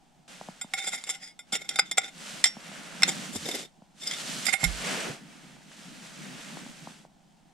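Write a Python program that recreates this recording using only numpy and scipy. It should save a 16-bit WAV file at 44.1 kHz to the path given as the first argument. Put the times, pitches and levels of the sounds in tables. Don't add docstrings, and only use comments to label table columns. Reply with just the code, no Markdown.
import sys
import numpy as np
from scipy import signal
from scipy.fft import rfft, irfft, next_fast_len
from scipy.io import wavfile
from scipy.ndimage import map_coordinates

SR = 44100
rng = np.random.default_rng(int(sys.argv[2]) if len(sys.argv) > 2 else 0)


def transcribe(signal):
    frames = np.atleast_2d(signal).T
    limited = np.clip(frames, -1, 1)
    pcm = np.round(limited * 32767).astype(np.int16)
    wavfile.write(sys.argv[1], SR, pcm)


N = 332073

# freq_hz, level_db
ROOM_SPECTRUM = [(20, -4.5), (38, -6), (119, -16.5), (161, -1), (452, -22), (767, -6), (1200, -23.5),
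                 (5530, -47.5), (13500, -43), (15500, -47.5)]
# freq_hz, correlation
STEREO_LIKENESS = [(40, 0.19), (170, 0.52), (1500, 0.45), (5000, 0.78), (12000, 0.059)]
# freq_hz, t60_s
ROOM_DECAY = [(200, 0.074), (2000, 0.24), (10000, 0.019)]
# freq_hz, level_db
FLAP_SPECTRUM = [(95, -64), (135, -3.5), (185, 2.5), (260, -2.5), (400, -15), (800, -44.5)]
RUB_SPECTRUM = [(200, -27.5), (380, -4.5), (600, 2.5), (1050, -2.5), (1450, 2.5), (2600, 0), (3500, -6.5),
                (6000, -45)]
HISS_SPECTRUM = [(1800, -16), (3000, 2.5), (5000, 0.5), (8200, -0.5), (10000, -7), (12500, -14.5),
                 (15500, -33)]
# start_s, end_s, rise_s, fall_s, rub_db, flap_over_rub_db, hiss_over_rub_db
SWISHES = [(0.278, 0.783, 0.0024, 0.52, -51, -8.5, -1), (0.626, 1.362, 0.14, 0.39, -57, -27, 1),
           (1.453, 2.23, 0.05, 0.037, -61, 0, -2.5), (2.086, 2.585, 0.27, 0.38, -43, -4.5, 0.5),
           (2.472, 3.102, 0.26, 0.051, -45.5, -6, -3.5), (2.925, 3.412, 0.19, 0.24, -42.5, 1, 0),
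           (3.31, 3.632, 0.154, 0.043, -44.5, -3.5, 3), (3.933, 4.587, 0.38, 0.19, -40.5, -5, 2.5),
           (4.558, 4.838, 0.092, 0.086, -40, -9.5, 0), (4.766, 5.195, 0.14, 0.41, -31, -8, -3.5),
           (5.063, 5.735, 0.069, 0.3, -54.5, 1, -3), (5.572, 7.077, 0.27, 0.26, -53, -0.5, 0),
           (5.85, 6.77, 0.5, 0.25, -47.5, -0.5, -3.5)]
# freq_hz, level_db
SOIL_SPECTRUM = [(60, -58.5), (150, -10.5), (300, 1), (620, -4), (1050, -22), (3000, -58.5)]
# time_s, level_db
RAKE_CURVE = [(4.78, -71), (4.86, -45.5), (5.09, -40.5), (5.2, -66)]
# start_s, pitch_hz, level_db, rise_s, t60_s, pan_db
GROUND_THUDS = [(3.352, 87.6, -36, 0.012, 0.15, 1), (4.632, 168, -22.5, 0.0029, 0.17, -1),
                (4.652, 51.8, -21.5, 0.012, 0.33, -16.5), (5.095, 146, -28, 0.0065, 0.11, -2)]
# start_s, level_db, tick_db
GRIP_KNOCKS = [(0.409, -30, 12), (0.483, -21, 4), (0.641, -25.5, 0), (0.87, -33.5, 11.5),
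               (0.931, -34, 12.5), (1.524, -22.5, -23), (2.5644, -23.5, 0.5), (2.712, -28.5, 4.5),
               (3.353, -16, -7), (3.817, -31, -1.5), (4.629, -15.5, 1), (6.567, -32.5, 10.5),
               (6.66, -27.5, -2), (6.869, -24.5, 5.5), (7.047, -47.5, 18.5)]
# start_s, pitch_hz, level_db
STONE_HITS = [(2.4412, 5440, -9.5), (3.0329, 5480, -3), (4.64, 10730, -18), (4.6477, 5460, -18)]
# pitch_ratio, level_db
STONE_PARTIALS = [(.745, -4.5), (1, 2.5)]
# start_s, level_db
BLADE_NOTES = [(4.538, -19), (4.607, -29.5), (4.645, -24.5)]
# pitch_hz, level_db, t60_s
BLADE_MODES = [(778.7, -3, 0.17), (1426.5, 0.5, 0.11), (2083, 7, 0.09), (2172, 6.5, 0.19),
               (2390, -4.5, .08), (3296, 2, 0.069), (3586, 6, 0.15), (4030, -16, 0.096), (4995, 2, 0.14),
               (5420, 0, 0.057), (5500, -1.5, 0.28), (7030, 5, 0.088), (7518, 5.5, 0.1), (8900, -1, 0.12),
               (9700, -1.5, 0.14), (11490, -1, .1), (12300, 0, 0.091), (14040, -1, .07)]
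# time_s, pan_db, depth_share, sparkle_db
BLADE_PATH = [(0.7, -1.5, 0.07, 2.5), (1.101, 0, 0.21, -1.5), (1.39, 0, 0, 5), (1.55, -0.5, 0.52, -2.5),
              (1.98, 0, 0.37, -2.5), (2.44, -2.5, 0.07, -9), (3.03, 0, 0.5, -2), (3.5, 1, 0.88, 6),
              (4.1, 0.5, 0.12, -5), (4.53, -16, 0.12, 12)]
# freq_hz, gain_db
BLADE_EQ = [(9800, 1.5), (11500, -7), (14000, -20.5), (15500, -24.5)]
# freq_hz, level_db
GRIT_SPECTRUM = [(60, -59.5), (250, -15), (600, -1), (1050, -11.5), (2000, 9), (3500, -1.5), (7500, 5.5),
                 (10000, -11.5), (15500, -23)]
# start_s, length_s, level_db, low_modes_db, high_modes_db, favoured_hz
EDGE_STRIKES = [(0.612, 0.015, -32.5, 3, 2.5, 7600), (0.7365, 0.0063, -22.5, 4, -3.5, 2210),
                (1.039, 0.0015, -29, -10, 6, 7200), (1.092, 0.0021, -24.5, 0, 5, 2900),
                (1.098, 0.019, -29.5, -8, 9, 3160), (1.391, 0.0067, -38, 4, -0.5, 3630),
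                (1.5215, 0.024, -27.5, 9.5, 8.5, 7310), (1.6905, 0.0066, -25, -3.5, 14, 10000),
                (1.758, 0.0048, -27, 2.5, 1, 3634), (1.7885, 0.0063, -19, 8, -5.5, 1423),
                (1.7938, 0.0054, -13.5, 4, 1, 5000), (1.912, 0.021, -29, -2, 8, 6810),
                (1.9805, 0.0085, -16, 7, -0.5, 7500), (2.4403, 0.007, -12.5, -11, 6, 7500),
                (2.4555, 0.0081, -23, -3, 2, 790), (3.022, 0.0034, -22, 0.5, -4.5, 5450),
                (3.0327, 0.0032, -11, 2, 0, 1425), (4.071, 0.02, -30, 2, 17, 5000),
                (4.454, 0.0072, -26.5, -3.5, 9.5, 12400), (4.466, 0.0065, -19.5, -6, 1, 4990),
                (4.484, 0.0044, -23, 4, -13.5, 1450), (4.538, 0.0089, -21, 0.5, -11.5, 790),
                (4.641, 0.003, -13.5, -0.5, 6.5, 13900)]
# start_s, length_s, level_db, low_modes_db, high_modes_db, favoured_hz
EDGE_SCRAPES = [(0.756, 0.088, -34.5, 1.5, -4, 3592), (0.862, 0.048, -31, 7, 6.5, 7560),
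                (0.82, 0.22, -38.5, 1, 0.5, 3720), (0.922, 0.034, -35, 6, 0, 7100),
                (1.06, 0.13, -40.5, 5, 4, 2870), (1.197, 0.13, -46, 0, -1, 5005),
                (1.53, 0.055, -30, -3, 6, 2800), (1.585, 0.098, -45.5, 7, 7, 2160),
                (1.682, 0.082, -42.5, 5.5, 2, 3500), (1.756, 0.034, -39.5, 11, 6, 5005),
                (1.85, 0.057, -50.5, -5, 17, 3592), (1.972, 0.019, -26, 7.5, 3.5, 800),
                (2.012, 0.098, -40.5, 1.5, -2.5, 3560), (2.449, 0.038, -27.5, -15, 8, 5500),
                (3.071, 0.059, -27.5, 9.5, 4.5, 7180), (3.324, 0.076, -36, 12, 15, 9200),
                (3.44, 0.23, -34.5, -5, 1.5, 5240), (4.0, 0.22, -41.5, -7, 7.5, 5140),
                (4.108, .04, -32.5, -3, 0, 3300), (4.47, 0.031, -26, -14, -7, 5005),
                (4.525, 0.018, -22.5, -12, -9, 8840), (4.59, 0.1, -40, 3, -6.5, 7500),
                (4.629, 0.036, -26.5, 2, -13.5, 2204)]

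CREEP_FLAP_DB, CREEP_RUB_DB, CREEP_HISS_DB = -67, -72, -71.5
SETTLE_S = 0.023
CRUMB_SPAN_S, CRUMBS_PER_S = (4.7, 6), 11
CHATTER_HZ, CHATTER_SPREAD = 232.6, .4
LURCH_DB, LURCH_HZ = 4.5, 80
SOIL_DAMP_DB, SMOTHER_DB, SOIL_GRIT_DB, CRUMBLE_DB = -8, -44.5, 1, -6.5
FREE_SWING_DB = -5
GRIPPED_T60_S = .095
RETUNE_SHARE, FREE_RETUNE = 0.016, .25
GLIDE_SHARE, GLIDE_HZ = .011, 45
FAVOUR_DB = 10
TOP_HZ = 15850


def amp(db):
    return 10 ** (np.asarray(db) / 20)


def unit(x):
    return x / np.sqrt(np.mean(x ** 2) + 1e-20)


def along(points, hz):
    freqs, values = np.transpose(points)
    return np.interp(np.log(hz + 1), np.log(freqs + 1), values)


def wobble(rate, size):
    knots = rng.standard_normal(int(size * rate / SR) + 4)
    return map_coordinates(knots, [np.arange(size) * rate / SR])


def filtered(x, response):
    n = x.shape[-1]
    padded = next_fast_len(n + 4096)
    return irfft(rfft(x, padded) * response(np.fft.rfftfreq(padded, 1 / SR)), padded)[..., :n]


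def panned(db):
    return unit(amp([[db / 2], [-db / 2]]))


def add(track, s, sound):
    part = track[:, round(s * SR):][:, :sound.shape[-1]]
    part += sound[..., :part.shape[-1]]


def decay(t, t60, attack):
    return amp(-60 * t / t60) * (1 - np.exp(-t / attack))


def ping(t, hz, t60):
    return np.sin(2 * np.pi * hz * t) * decay(t, t60, attack=.5 / hz)


def noise_bed(spectrum, grain_db):
    def mid_side_eq(hz):
        width = np.arccos(np.clip(along(STEREO_LIKENESS, hz), -1, 1)) / 2
        return amp(along(spectrum, hz)) * np.array([np.cos(width), np.sin(width)])
    grains = rng.standard_normal((2, N)) * amp(grain_db * wobble(900, N))
    mid, side = filtered(grains, mid_side_eq)
    return unit(np.array([mid + side, mid - side]))


def room_tone(level_db):
    return amp(level_db) * noise_bed(ROOM_SPECTRUM, grain_db=0)


def basement(x):
    hz, t, noise = signal.stft(rng.standard_normal((2, SR // 2)), SR, nperseg=256)
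    tail = signal.istft(noise * amp(-60 * t / along(ROOM_DECAY, hz)[:, None]), SR, nperseg=256)[1]
    return signal.fftconvolve(x, tail / np.linalg.norm(tail[0]), axes=1)[:, :N]


def arm():
    t = np.arange(N) / SR
    power = amp([[CREEP_FLAP_DB], [CREEP_RUB_DB], [CREEP_HISS_DB]]) ** 2 * np.ones(N)
    release = np.exp(-1 / (SETTLE_S * SR))
    for start, end, rise, fall, db, flap_db, hiss_db in SWISHES:
        ramp = np.clip(np.minimum((t - start) / rise, (end - t) / fall), 0, 1)
        speed = np.sin(np.pi / 2 * ramp) ** 1.39
        speed = np.maximum(speed, signal.lfilter([1 - release], [1, -release], speed))
        power += (amp([[db + flap_db], [db], [db + hiss_db]]) * speed) ** 2
    return 10 * np.log10(power)


def sleeve(flap_db, rub_db, hiss_db):
    flap_fader, rub_fader, hiss_fader = arm()
    drag_db = .8 * wobble(25, N)
    flap = amp(flap_fader + flap_db + 2.4 * wobble(30, N)) * noise_bed(FLAP_SPECTRUM, grain_db=3.0)
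    rub = amp(rub_fader + rub_db + drag_db) * noise_bed(RUB_SPECTRUM, grain_db=1.06)
    hiss = amp(hiss_fader + hiss_db + drag_db) * noise_bed(HISS_SPECTRUM, grain_db=1.2)
    return (flap + rub + hiss) * panned(-0.75)


def fingers():
    db = np.interp(np.arange(N) / SR, *np.transpose(RAKE_CURVE), left=-120, right=-120)
    return amp(db) * noise_bed(SOIL_SPECTRUM, grain_db=3.0)


def crumbs(level_db, spread_db, centre_hz, t60):
    out, t = np.zeros((2, N)), np.arange(1024) / SR
    count = int(CRUMBS_PER_S * (CRUMB_SPAN_S[1] - CRUMB_SPAN_S[0]))
    for when, softness, pitch in rng.random((count, 3)):
        tick = ping(t, centre_hz * 2 ** (2 * pitch - 1), t60)
        add(out, np.interp(when, [0, 1], CRUMB_SPAN_S), amp(level_db - spread_db * softness) * tick)
    return out


def thuds():
    out, t = np.zeros((2, N)), np.arange(SR // 3) / SR
    for s, hz, db, rise, t60, pan_db in GROUND_THUDS:
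        phase = 2 * np.pi * hz * t + 0.86 * wobble(60, len(t))
        add(out, s, amp(db) * panned(pan_db) * np.sin(phase) * decay(t, t60, rise))
    return out


def knocks(level_db, tick_db, body_hz, tick_hz, t60, tick_t60):
    out, t = np.zeros((2, N)), np.arange(4096) / SR
    for s, db, bright_db in GRIP_KNOCKS:
        detune = np.exp(0.08 * rng.standard_normal())
        body = ping(t, body_hz * detune, t60)
        tick = amp(bright_db + tick_db) * ping(t, tick_hz * detune, tick_t60)
        add(out, s + 0.0035, amp(db + level_db) * (body + tick))
    return signal.sosfilt(signal.butter(4, [150, 2100], "bandpass", fs=SR, output="sos"), out)


def stones(t60, attack):
    out, t = np.zeros((2, N)), np.arange(4096) / SR
    for s, hz, db in STONE_HITS:
        for ratio, partial_db in STONE_PARTIALS:
            phase = 2 * np.pi * hz * ratio * t + 0.4 * wobble(600, len(t))
            wide_tone = np.sin(phase + [[.6], [-.6]])
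            add(out, s, amp(db + partial_db) * wide_tone * decay(t, t60, attack))
    return out


def singing(hz, t60, attack):
    out, t = np.zeros((2, N)), np.arange(SR // 3) / SR
    when, pans, _, _ = np.transpose(BLADE_PATH)
    note = np.sin(2 * np.pi * hz * t) * decay(t, t60, attack)
    for s, db in BLADE_NOTES:
        add(out, s, amp(db) * panned(np.interp(s, when, pans)) * note)
    return out


def bite(length, size, lean, spiky_db, slip_db):
    t = np.arange(size) / SR
    progress = np.clip(t / max(length, .002), 0, 1)
    swell = np.sin(np.pi * progress ** lean).clip(0) ** 1.2
    since_slip = np.cumsum(CHATTER_HZ * np.exp(CHATTER_SPREAD * wobble(CHATTER_HZ, size))) / SR % 1
    fractures = rng.standard_normal(size) * amp(spiky_db * rng.standard_normal(size) - slip_db * since_slip)
    force = swell * fractures * amp(LURCH_DB * wobble(LURCH_HZ, size))
    return force / np.linalg.norm(force)


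def favour(hz, favoured_hz, width):
    return FAVOUR_DB * np.exp(-((hz / favoured_hz - 1) / width) ** 2)


def resonances(hz, mode_hz, t60):
    width_hz = np.log(1000) / np.pi / t60[:, None]
    return 1j * hz / (mode_hz[:, None] ** 2 - hz ** 2 + 1j * hz * width_hz)


def glide(ring):
    playhead = np.cumsum(1 + GLIDE_SHARE * wobble(GLIDE_HZ, ring.shape[-1]))
    return np.array([map_coordinates(channel, [playhead]) for channel in ring])


def blade_ring(force, colour, favoured_hz, depth, choke, shimmer_db):
    hz = np.fft.rfftfreq(len(force), 1 / SR)
    mode_hz, mode_db, t60 = np.transpose(BLADE_MODES)
    gripped = t60 < GRIPPED_T60_S
    detune = RETUNE_SHARE * np.where(gripped, 1, FREE_RETUNE) * rng.standard_normal(len(t60))
    pitch_hz = mode_hz * (1 + detune)
    held = resonances(hz, pitch_hz, choke * t60)
    free = amp(FREE_SWING_DB + SMOTHER_DB * depth) * resonances(hz, pitch_hz, t60)
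    swing = (held + free) * rfft(force)
    contact_db = along(colour, mode_hz) + favour(mode_hz, favoured_hz, width=0.019)
    sand_db = shimmer_db * depth ** 2 * (mode_hz > 11000)
    gain = amp(mode_db + contact_db + sand_db + 2 * rng.standard_normal(len(t60)))
    phase = np.minimum(.65 * pitch_hz / 5000, np.pi / 4) * [[1], [-1]]
    heard = np.exp(1j * phase) * gain / np.linalg.norm(swing, axis=1)
    return unit(irfft((heard * ~gripped) @ swing) + glide(irfft((heard * gripped) @ swing)))


def knife(contacts, lean, spiky_db, slip_db, level_db, grit_db, shimmer_db, ring_share, size=12288):
    out, hz = np.zeros((2, N)), np.fft.rfftfreq(size, 1 / SR)
    when, pans, depths, sparkles = np.transpose(BLADE_PATH)
    fade = np.minimum(1, np.linspace(4, 0, size))
    for s, length, db, low_db, high_db, favoured_hz in contacts:
        depth = np.clip(np.interp(s, when, depths), 0, 1)
        colour = [(1450, low_db), (2000, 0), (2500, 0), (3400, high_db), (5700, high_db),
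                  (11000, high_db + np.interp(s, when, sparkles))]
        force = bite(length, size, lean, spiky_db, slip_db)
        choke = np.clip(ring_share * amp(-.38 * (db + 33.0) + SOIL_DAMP_DB * depth ** 2), .14, 1)
        ring = blade_ring(force, colour, favoured_hz, depth, choke, shimmer_db)
        grit_eq = amp(along(GRIT_SPECTRUM, hz) + along(colour, hz) / 2 + favour(hz, favoured_hz, 0.098))
        crackle = unit(irfft(rfft(force * rng.standard_normal((2, size))) * grit_eq))
        crumble = unit(irfft(rfft(force) * amp(along(SOIL_SPECTRUM, hz))))
        sound = (ring + amp(grit_db + SOIL_GRIT_DB * depth) * crackle
                 + amp(CRUMBLE_DB) * depth * np.sqrt(length / 0.11) * crumble)
        sound = unit(sound) * np.sqrt(length * SR / size) * fade
        add(out, s, amp(db + level_db) * panned(np.interp(s, when, pans)) * sound)
    return filtered(out, lambda hz: amp(along(BLADE_EQ, hz)))


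def scene():
    strikes = knife(EDGE_STRIKES, lean=0.39, spiky_db=3.0, slip_db=6, level_db=-1.0,
                    grit_db=-13, shimmer_db=-0.5, ring_share=.5)
    scrapes = knife(EDGE_SCRAPES, lean=0.65, spiky_db=5.5, slip_db=12, level_db=-2.5,
                    grit_db=-5.5, shimmer_db=8.5, ring_share=.3)
    digging = strikes + scrapes + stones(t60=0.017, attack=0.00077)
    digging += singing(hz=2150, t60=.13, attack=0.0018)
    handling = knocks(level_db=-0.5, tick_db=1.5, body_hz=223.4, tick_hz=760, t60=0.021, tick_t60=0.0057)
    handling += thuds() + crumbs(level_db=-31.5, spread_db=4.5, centre_hz=1090, t60=0.0046)
    cloth = sleeve(flap_db=0.5, rub_db=-1.5, hiss_db=0)
    room = room_tone(level_db=-64.0) + amp(-16.5) * basement(digging + handling)
    return room + cloth + fingers() + handling + digging


def record(dry):
    rounded = dry / (1 + np.abs(dry / .9) ** 6) ** (1 / 6)
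    return filtered(rounded, lambda hz: hz < TOP_HZ)


dry = scene()
out = record(dry)
transcribe(out)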